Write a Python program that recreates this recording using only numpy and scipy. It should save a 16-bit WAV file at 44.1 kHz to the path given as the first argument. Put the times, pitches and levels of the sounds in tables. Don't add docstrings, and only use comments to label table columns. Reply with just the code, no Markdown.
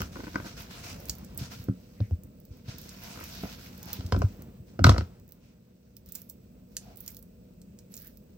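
import sys
import numpy as np
from scipy import signal
from scipy.fft import rfft, irfft, next_fast_len
from scipy.io import wavfile
from scipy.ndimage import uniform_filter1d

SR = 44100
rng = np.random.default_rng(int(sys.argv[2]) if len(sys.argv) > 2 else 0)


def invert_db(level):
    return 10 ** (np.asarray(level, dtype=float) / 20)


def persist_wave(psi):
    counts = np.round(np.clip(psi, -1, 1) * 32767).astype(np.int16)
    wavfile.write(sys.argv[1], SR, np.atleast_2d(counts).T)


N = 369116

# (time [s], peak level [dB], upper wall modes [dB], rim [dB])
FOOT_KNOCKS = [
    (0.004, -25, -4, -4),
    (0.017, -36, 12, 7),
    (1.685, -27.5, -13, -27),
    (2.003, -30, -25, -16),
    (2.109, -38, -24, -17),
    (4.162, -25.5, -6.5, -13),
    (4.791, -17.5, -7.5, -20.5),
    (4.944, -22, -5.5, -20),
    (4.98, -17.5, -4, -10),
    (5.008, -25.5, -3, -14),
]
# (time [s], peak level [dB], upper wall modes [dB], rim [dB])
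FLANK_KNOCKS = [
    (2.686, -42.5, -4, -12),
    (3.435, -29, -12, -24),
    (3.452, -34, -10, -28),
    (4.007, -38.5, -6, 2),
    (4.866, -8, -3, -10.5),
    (4.916, -18, -4, -41),
    (4.962, -22, -4, -28),
]
# (time [s], peak level [dB], upper wall modes [dB], rim [dB])
SHOULDER_KNOCKS = [
    (3.174, -33, -2, -14),
    (4.122, -12.5, -4, -14),
    (4.145, -20, -5, -30),
    (4.218, -16.5, -5, -16),
]
# (time [s], peak level [dB], upper wall modes [dB], rim [dB])
WALL_KNOCKS = [
    (3.158, -39, -1, -22),
    (3.19, -37, -1, -22),
    (3.209, -32, -1.5, -20),
    (3.228, -38, -1, -22),
    (4.8412, -6, -2, -8),
    (4.8426, -4, -1.5, -8),
    (4.886, -17, -3, -18),
    (4.892, -7, -3, -13),
]
# (time [s], peak level [dB], upper wall modes [dB], rim [dB])
CREAKS = [(0.156, -33, -1, -22), (0.167, -31, -5, -22), (0.191, -34, -20, -30), (0.202, -31, -2, -15),
          (0.24, -31, -4, -14), (0.268, -32, -2, -24), (0.278, -30, -4, -20), (0.343, -31, -3, -25),
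          (0.356, -15, -1.5, -17), (0.381, -33, -8, -20), (0.399, -30, -3, -22), (0.445, -34, -6, -18),
          (0.463, -34, -5, -18)]
# (frequency [Hz], width [Hz], level [dB])
BOWL_MODES = [(222.8, 48, 4), (380, 25, 1.5), (490, 67, -2), (575, 50, 2), (680, 92, -2)]
# (frequency [Hz], width [Hz], level [dB])
WALL_MODES = [(930, 150, -1), (1085, 150, 0), (1300, 470, -4), (1500, 400, -4), (1930, 300, -10),
              (2300, 400, -10)]
# (frequency [Hz], width [Hz], level [dB])
RIM_MODES = [(2500, 150, 8.5), (2960, 630, 7), (4130, 500, 11), (5200, 1500, 7), (6300, 340, -12.5),
             (7600, 1600, -18.5)]
# (time [s], peak level [dB], pitch [Hz], upper modes [dB])
PRESSES = [(0.002, -30, 130, -3), (0.018, -28.5, 82, -12), (0.162, -38.5, 86, 5), (0.198, -42, 90, 6),
           (0.236, -40, 90, 5), (0.272, -36, 96, -2), (0.355, -35.5, 111, 3.5), (0.397, -36, 115, -10),
           (0.457, -37.5, 90, -1.5), (0.6, -34.5, 96, -13), (0.853, -35, 94, -7), (1.092, -31.5, 76, -7),
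           (1.388, -32.5, 101, -9), (1.412, -26, 132, -11.5), (1.596, -32.5, 105, -26),
           (1.685, -19, 114, -2.5), (2.002, -21, 111, -12), (2.012, -21, 108, -20), (2.111, -22, 90, -18.5),
           (2.122, -22, 86.3, -22), (2.242, -34, 75, -14), (2.506, -32, 93, -20), (2.681, -29, 117, -17),
           (2.745, -38, 80, -15), (2.825, -38, 65, -15), (2.859, -40, 61, -8), (3.434, -31, 90, 3.5),
           (3.862, -36.5, 107, -5.5), (3.988, -28, 100.5, -8.5), (4.044, -26.5, 90, -26),
           (4.392, -34.5, 106, -8), (4.599, -33.5, 100, -22)]
# (time [s], peak level [dB], pitch [Hz], upper modes [dB])
BOUNCES = [(4.125, -15.5, 87.3, -26), (4.147, -21.5, 88, -19), (4.165, -18.5, 81, -7),
           (4.198, -20.5, 84, -9.5), (4.237, -12.5, 101, -24), (4.791, -23.5, 114, -16),
           (4.809, -16, 92, -8.5), (4.843, -7.5, 97, -6.5), (4.867, -7.5, 127.4, -13.5),
           (4.89, -7, 91.6, -16), (4.919, -13, 84, -20), (4.948, -21.5, 60.3, -16.5),
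           (4.982, -18.5, 88.8, -19.5), (5.01, -23, 90.3, -14.5)]
# (time [s], peak level [dB], cavity centre [Hz], top octave [dB])
SNAPS = [(0.016, -38, 5240, 0), (1.055, -38.5, 7640, -5.5), (1.0854, -37, 3970, -6),
         (1.0954, -20, 5700, -13), (1.2464, -40.5, 7700, -16), (1.3758, -24.5, 10200, -8),
         (2.235, -43, 10000, -5), (2.7828, -39, 5350, -4), (2.891, -37.5, 5540, -13),
         (3.239, -35.5, 5990, -3.5), (3.829, -37, 5900, -6.5), (3.93, -26, 4970, -3),
         (4.0632, -38.5, 5440, -13), (4.8406, -16, 4500, -17), (4.8661, -23, 4110, -15.5),
         (4.8932, -16, 3940, -25), (5.9668, -40.5, 5400, -7.5), (6.121, -35, 8060, -4.5),
         (6.1509, -29, 7950, -4), (6.1545, -29, 7800, -11), (6.2975, -34, 6970, -5),
         (6.767, -20, 6420, -28), (6.9711, -39.5, 8700, -3), (7.004, -40, 6300, 0),
         (7.078, -25.5, 7000, -10), (7.2258, -43, 11030, -7), (7.6161, -46, 6300, -14),
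         (7.7882, -43, 6090, -14.5), (7.94, -31, 7020, -26), (7.9757, -35.5, 5650, -9)]
# (time [s], peak level [dB])
TICKS = [(1.0021, -44), (1.152, -43), (1.6402, -45), (2.4516, -50.5), (3.3495, -41), (3.43, -45),
         (3.778, -46), (3.8563, -41.5), (4.189, -42.5), (4.421, -43.5), (5.198, -54), (5.29, -50),
         (5.3209, -43.5), (6.0602, -48.5), (6.0883, -45.5), (6.1454, -46), (6.157, -33), (6.1847, -50),
         (6.2172, -40), (6.2908, -52), (6.9582, -49), (7.0623, -39.5), (7.1172, -47), (7.1462, -45),
         (7.1675, -37.5), (7.9668, -37), (8.01, -50), (8.0456, -50.5), (8.07, -43.5), (8.172, -47)]
# (time [s], peak level [dB])
SPECKS = [(1.1837, -44), (1.3463, -50), (2.4009, -51), (2.5714, -58), (2.8145, -45), (5.2784, -55),
          (5.309, -55), (6.0944, -51), (6.2934, -45), (7.1024, -47), (7.1906, -47), (7.9548, -46),
          (7.9994, -46), (8.0194, -45), (8.0264, -48), (8.0764, -46)]
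# (start [s], hold [s], scrape level [dB], fine fizz level [dB])
STROKES = [(-0.03, .01, -44, -58), (.1, 0.34, -53.5, -65), (.435, 0.0071, -45.5, -60),
           (.55, 0.029, -47, -57.5), (.68, 0.083, -49, -61.5), (.81, 0.073, -46, -57.5),
           (.97, 0.13, -58, -62), (1.15, 0.29, -66.5, -79), (1.365, 0.042, -47, -61),
           (1.49, 0.0056, -47.5, -55), (1.56, 0.034, -60.5, -61), (1.7, 0.4, -71, -77),
           (2.49, .08, -68, -82), (2.63, .02, -62, -74), (2.66, .03, -48.5, -65), (2.76, 0.25, -55, -61.5),
           (3.0, .5, -50, -57.5), (3.56, 0.084, -52.5, -61), (3.7, 0.12, -58.5, -66),
           (3.85, .08, -49.5, -60.5), (4.0, .3, -61.5, -70), (4.65, 0.015, -67, -83.5),
           (5.4, .07, -70, -88), (4.83, .06, -46, -62), (6.04, .08, -67, -65), (6.13, 0.018, -61.5, -55),
           (6.69, .06, -72, -72), (6.79, .1, -63.5, -73), (6.95, .15, -65.5, -60),
           (7.89, .15, -67.5, -59.5)]
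# (frequency [Hz], density [dB per Hz])
SCRAPE_COLOUR = [(410, -33), (700, 2), (768, -9), (978, -3.5), (1180, -8.5), (1410, -2), (1820, -6),
                 (2550, -1.5), (3130, -5.5), (5570, -2), (11000, -22), (14300, -49), (22000, -120)]
# (frequency [Hz], density [dB per Hz])
FIZZ_COLOUR = [(5290, -41.5), (9000, -20), (10900, -1.5), (12400, 4.5), (15100, 2), (16000, 5.5),
               (16800, -29.5)]
OOZE_S = [
    1.0,
    2.03,
    3.47,
    3.9,
    5.45,
    6.9,
    7.09,
    8.05,
]
# (level [dB], cavity centre [Hz], length [s])
OOZE = [(-55, 580, 0.31), (-62.5, 2060, 0.1), (-54, 700, 0.06), (-54, 850, 0.14), (-75, 2700, 0.08),
        (-58, 680, 0.13), (-61, 2200, 0.043), (-66, 1700, 0.11)]
# (time [s], sink rumble level [dB])
LOAD = [(0, -46), (1.6, -48.5), (1.9, -58.5), (2.6, -61), (2.72, -52), (2.95, -54), (3.3, -49), (3.8, -51),
        (4.2, -42), (4.7, -58), (5.0, -46), (5.3, -59.5), (5.7, -64.5), (8.37, -64.5)]
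# (frequency [Hz], width [Hz], level [dB])
SINK_MODES = [(79, 43, -3), (100, 20, -3), (132, 22, -7)]
# (frequency [Hz], density [dB per Hz])
KITCHEN_COLOUR = [(15, -51), (25, -22), (43, 1.5), (143, -8), (188, 1), (282, -9.5), (315, -15), (657, -21),
                  (817, -51.5), (2780, -47), (3100, -45), (8980, -42.5), (10900, -61), (15100, -37),
                  (16800, -45)]
# (frequency [Hz], width [Hz], level [dB])
DRONES = [(120, 4.9, -11.5), (178.5, 6.8, -11.5), (241, 8.6, -14.5), (364.2, 29, -19), (484, 19, -14),
          (604, 16, -25.5), (2600, 250, -30.5), (7800, 67, -31), (15200, 260, -23.5)]
# (frequency [Hz], left minus right [dB])
PORTS = [(60, 0.5), (110, 0.5), (200, 0.5), (380, -3.5), (700, -1.0), (1290, 7.5), (2380, -1.0),
         (4400, -3.0), (8120, 0.0), (15000, -7.5)]

FOOT_HZ, FLANK_HZ, SHOULDER_HZ = (350, 1300), (633, 1295), (420, 995)
WALL_HZ, CREAK_HZ = (295, 1292), (290, 1480)
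CREAK_BOWL_DB = -10
PUSH_S, PUSH_WIDTH_S, ROUGH = .0012, .00011, .2
BLOW_SCATTER_DB, PORT_SCATTER_DB, BLOW_DETUNE = 2.5, 2, .025
SWELL_S, PRESS_T60_S, BOUNCE_T60_S = 0.0051, .09, 0.089
SOFTER_S_PER_DB = -0.0046
TICK_HZ, TICK_TOP_DB = 5900, -3
STROKE_ATTACK_S, STROKE_T60_S = 0.029, 0.3
DRIP_T60_S, DRIP_DB = 1.1, -17
REST_SCRAPE_DB, REST_FIZZ_DB = -77.5, -84.5
BASIN_T60_S, BASIN_DB, BASIN_GAP_S, BASIN_HZ = 0.13, -8, 0.003, 448.6
FILM_WET_DB = -2
AIR_DB, AIR_PER_LOAD = -38, .26
THROB_HZ, THROB_DEPTH, WHINE_WANDER_DB = 60, .7, 3
DUCK_S, DUCK_LENGTH_S, DUCK_DB = 5.6, 0.54, -5.5
DIP_HZ, DIP_WIDTH_HZ, DIP_DB = 10000, 710, -7
ALIKE_HZ = 540
TURN_RAD, TURN_HZ = 1.5, 350
TOP_HZ, STEADY_TOP_HZ = 16300, 15900


def unit_rms(x):
    return x / np.sqrt(np.mean(x ** 2))


def read_curve(table, hz):
    f, v = np.transpose(table)
    return np.interp(np.log(hz + 1), np.log(f + 1), v, left=v[0], right=v[-1])


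def shape(x, gain):
    size = next_fast_len(x.shape[-1])
    hz = np.arange(size // 2 + 1) * SR / size
    return irfft(rfft(x, size) * gain(hz), size)[..., :x.shape[-1]]


def ring(x, modes):
    return sum((-1) ** k * invert_db(db) * signal.lfilter(*signal.iirpeak(hz, hz / width, fs=SR), x)
               for k, (hz, width, db) in enumerate(modes))


def fade(t, t60):
    return np.exp(-np.log(1000) * t / max(t60, .003))


def without(db, part_db, ceiling_db):
    return db + 10 * np.log10(1 - invert_db(2 * min(part_db, ceiling_db)))


def add(out, s, grain, db, pan_db):
    i = max(int(s * SR), 0)
    grain = (grain * invert_db(db) / np.abs(grain).max())[..., :N - i]
    out[:, i:i + grain.shape[-1]] += invert_db(np.array([[pan_db], [-pan_db]]) / 2) * grain


def walk(rate):
    k = int(SR / rate)
    steps = np.repeat(rng.standard_normal(N // k + 1), k)
    return 0.69 * uniform_filter1d(uniform_filter1d(steps, k), k)[:N]


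def wide():
    mid, side = rng.standard_normal((2, N))
    alike = lambda hz: 1 / (1 + (hz / ALIKE_HZ) ** 3)
    mid = shape(mid, lambda hz: np.sqrt(1 + alike(hz)))
    side = shape(side, lambda hz: np.sqrt(1 - alike(hz)))
    return mid + np.outer([1, -1], side)


def vary(modes):
    varied = []
    for hz, width, db in modes:
        pitch, strength, port = rng.standard_normal(3)
        port_db = PORT_SCATTER_DB * port * np.array([[1], [-1]])
        varied.append((hz * (1 + BLOW_DETUNE * pitch), width, db + BLOW_SCATTER_DB * strength + port_db))
    return varied


def knock(out, s, db, wall_db, rim_db, floor_hz, wall_hz, others):
    t = np.arange(SR // 8) / SR
    push = lambda widen: -np.exp(-((t - PUSH_S) / (widen * PUSH_WIDTH_S)) ** 2)
    grit_decay = fade(t, 0.008 + 0.013 * invert_db(db / 2)) + 0.07 * fade(t, .08)
    grit = rng.standard_normal((2, len(t))) * grit_decay * (1 - np.exp(-t / .0012))
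    grit = ROUGH * (grit[0] + 1.2 * grit)

    floor = ring(push(1.6) + grit, [(floor_hz, .2 * floor_hz, 3.0)])
    floor = floor + others * ring(push(1.6) + 1.5 * grit, vary(BOWL_MODES + [(800, 250, -12)]))
    wall = ring(push(1) + grit, [(wall_hz, 110, 4.0)]) + ring(push(1) + 1.4 * grit, vary(WALL_MODES))
    rim = ring(push(.35) + 2.5 * grit, vary(RIM_MODES))
    add(out, s, floor, without(db, wall_db, -.6), 0)
    add(out, s, ring(wall, [(1350, 2000, 0)]), db + wall_db, -2.5)
    add(out, s, rim, db + rim_db + 2.5, -1.8)


def knocks():
    out = np.zeros((2, N))
    places = ((FOOT_HZ, FOOT_KNOCKS, 0), (FLANK_HZ, FLANK_KNOCKS, 0), (SHOULDER_HZ, SHOULDER_KNOCKS, 0),
              (WALL_HZ, WALL_KNOCKS, 0), (CREAK_HZ, CREAKS, CREAK_BOWL_DB))
    for (floor_hz, wall_hz), rows, others_db in places:
        for s, db, wall_db, rim_db in rows:
            knock(out, s, db, wall_db, rim_db, floor_hz, wall_hz, invert_db(others_db))
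    return out


def thumps():
    out, t = np.zeros((2, N)), np.arange(SR // 3) / SR
    upper = np.sin(2 * np.pi * 188 * t) + .7 * np.sin(2 * np.pi * 265 * t) + 0.18 * np.sin(2 * np.pi * 345 * t)
    for rows, ring_s, softer in ((PRESSES, PRESS_T60_S, SOFTER_S_PER_DB), (BOUNCES, BOUNCE_T60_S, 0)):
        for s, db, hz, upper_db in rows:
            t60 = ring_s + softer * max(-20 - db, 0)
            phase = 2 * np.pi * hz * (t - 0.47 * t ** 2)
            add(out, s, -np.sin(phase) * fade(t, t60) * (1 - np.exp(-t / SWELL_S)), db, 0)
            upper_swell = fade(t, 1.4 * t60) * (1 - np.exp(-3 * t / SWELL_S))
            add(out, s, -upper * upper_swell, db + upper_db + 2.5, 0)
    return out


def snaps():
    out, t = np.zeros((2, N)), np.arange(SR // 10) / SR
    click = np.exp(-((t - .0007) / .00002) ** 2)
    films = [(*row, .22) for row in SNAPS]
    threads = [(s, db, TICK_HZ, TICK_TOP_DB, .1) for s, db in TICKS]
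    specks = [(s, db, TICK_HZ, -.4, .08) for s, db in SPECKS]
    for s, db, hz, top_db, tear in films + threads + specks:
        fray = (fade(t, 0.0065) + tear * fade(t, .04)) * (1 - np.exp(-t / 0.0009))
        burst = rng.standard_normal((2, len(t))) * fray + 1.2 * click
        cavity = ring(ring(burst[0], [(hz, 0.63 * hz, 0)]), [(hz, 1.4 * hz, 0)])
        body = ring(burst[0], [(2200, 2800, -15.5)])
        top = ring(ring(burst[1], [(14700, 4000, 0)]), [(14900, 4500, 0)])
        add(out, s, cavity + body, without(db, top_db, -.3) + 2.5, -2.5)
        add(out, s, top, db + min(top_db, 0) + 8.5, -2.5)
    return out


def strokes():
    t = np.arange(N) / SR
    power = invert_db(2 * np.array([[REST_SCRAPE_DB], [REST_FIZZ_DB]]))
    for s, hold, scrape_db, fizz_db in STROKES:
        after = np.maximum(t - s - STROKE_ATTACK_S - hold, 0)
        swell = np.clip((t - s) / STROKE_ATTACK_S, 0, 1) ** 2
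        stop = fade(after, STROKE_T60_S) + invert_db(DRIP_DB) * fade(after, DRIP_T60_S)
        power = power + (invert_db(np.array([[scrape_db], [fizz_db]])) * swell * stop) ** 2
    return 10 * np.log10(power)


def rubbing(colour, db, rate, spread_db, grain, flicker_db, bands_hz):
    slips = (rng.random(N) < rate / SR) * invert_db(spread_db * rng.exponential(size=N))
    slips = unit_rms(signal.lfilter([1], [1, -.98], slips))
    rush = wide() * (2.0 + grain * slips)
    rush = unit_rms(shape(rush, lambda hz: invert_db(read_curve(colour, hz))))
    out = np.zeros((2, N))
    for hat in np.eye(len(bands_hz)):
        part = shape(rush, lambda hz: read_curve(list(zip(bands_hz, hat)), hz))
        out += part * invert_db(flicker_db * (walk(8.2) + walk(30)))
    return out * invert_db(db)


def ooze():
    t, out = np.arange(N) / SR, np.zeros((2, N))
    for s, (db, hz, length) in zip(OOZE_S, OOZE):
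        wet = ring(ring(wide(), [(hz, .35 * hz, 0)]), [(hz, .7 * hz, 0)])
        out += invert_db(db) * unit_rms(wet) * np.exp(-(2 * (t - s) / length) ** 2)
    return out


def rumble(db):
    return unit_rms(ring(rng.standard_normal(N) * invert_db(4.8 * walk(28)), SINK_MODES)) * invert_db(db)


def basin(x, wet_db):
    t = np.arange(SR // 2) / SR
    decay = fade(t, BASIN_T60_S) + 0.058 * fade(t, .45)
    tail = rng.standard_normal((2, len(t))) * decay * (t > BASIN_GAP_S)
    tail = invert_db(wet_db) * tail / np.sqrt(np.sum(tail ** 2, axis=1, keepdims=True))
    wet = signal.fftconvolve(x, tail, axes=1)[:, :N]
    return x + shape(wet, lambda hz: (hz < STEADY_TOP_HZ) * hz ** 2 / (hz ** 2 + BASIN_HZ ** 2))


def kitchen(db):
    air = unit_rms(shape(wide(), lambda hz: invert_db(read_curve(KITCHEN_COLOUR, hz))))
    *drones, whine = (invert_db(d) * unit_rms(ring(wide(), [(hz, width, 0)])) for hz, width, d in DRONES)
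    throb = 1 + THROB_DEPTH * np.sin(2 * np.pi * THROB_HZ * np.arange(N) / SR)
    whine = whine * throb * invert_db(WHINE_WANDER_DB * walk(2))
    return (air + sum(drones) + whine) * invert_db(db + 1.5)


def scene():
    t = np.arange(N) / SR
    blows = basin(knocks(), BASIN_DB) + basin(snaps(), BASIN_DB + FILM_WET_DB)
    blows = shape(blows, lambda hz: invert_db(DIP_DB * np.exp(-((hz - DIP_HZ) / DIP_WIDTH_HZ) ** 2)))

    scrape_db, fizz_db = strokes()
    scrape = rubbing(SCRAPE_COLOUR, scrape_db, rate=300, spread_db=1.8, grain=.5, flicker_db=2.5,
                     bands_hz=[900, 1500, 2400, 3600, 5500, 8500])
    fizz = rubbing(FIZZ_COLOUR, fizz_db, rate=120, spread_db=3.4, grain=.9, flicker_db=1.5,
                   bands_hz=[12000, 15500])

    rumble_db = np.interp(t, *np.transpose(LOAD))
    duck_db = DUCK_DB * np.exp(-((t - DUCK_S) / DUCK_LENGTH_S) ** 2)
    air = kitchen(AIR_DB + AIR_PER_LOAD * rumble_db + duck_db)
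    steady = shape(scrape + fizz + air, lambda hz: hz < STEADY_TOP_HZ)
    return thumps() + blows + ooze() + rumble(rumble_db - 2.5) + steady


def low_pass(x):
    return signal.sosfilt(signal.butter(12, 17030, fs=SR, output="sos"), x)


def record(dry):
    turn = lambda hz: np.exp(-.5j * TURN_RAD * hz ** 2 / (hz ** 2 + TURN_HZ ** 2))
    left = shape(dry[0], lambda hz: invert_db(read_curve(PORTS, hz) / 2) * turn(hz))
    right = shape(dry[1], lambda hz: invert_db(-read_curve(PORTS, hz) / 2) / turn(hz))
    x = np.array([left, right])
    x = signal.sosfilt(signal.butter(6, 46, "high", fs=SR, output="sos"), x)
    x = signal.sosfilt(signal.ellip(8, .2, 70, TOP_HZ, fs=SR, output="sos"), x)
    mix = np.clip(x, -.99, .99)
    return low_pass(mix)


dry = scene()
out = record(dry)
persist_wave(out)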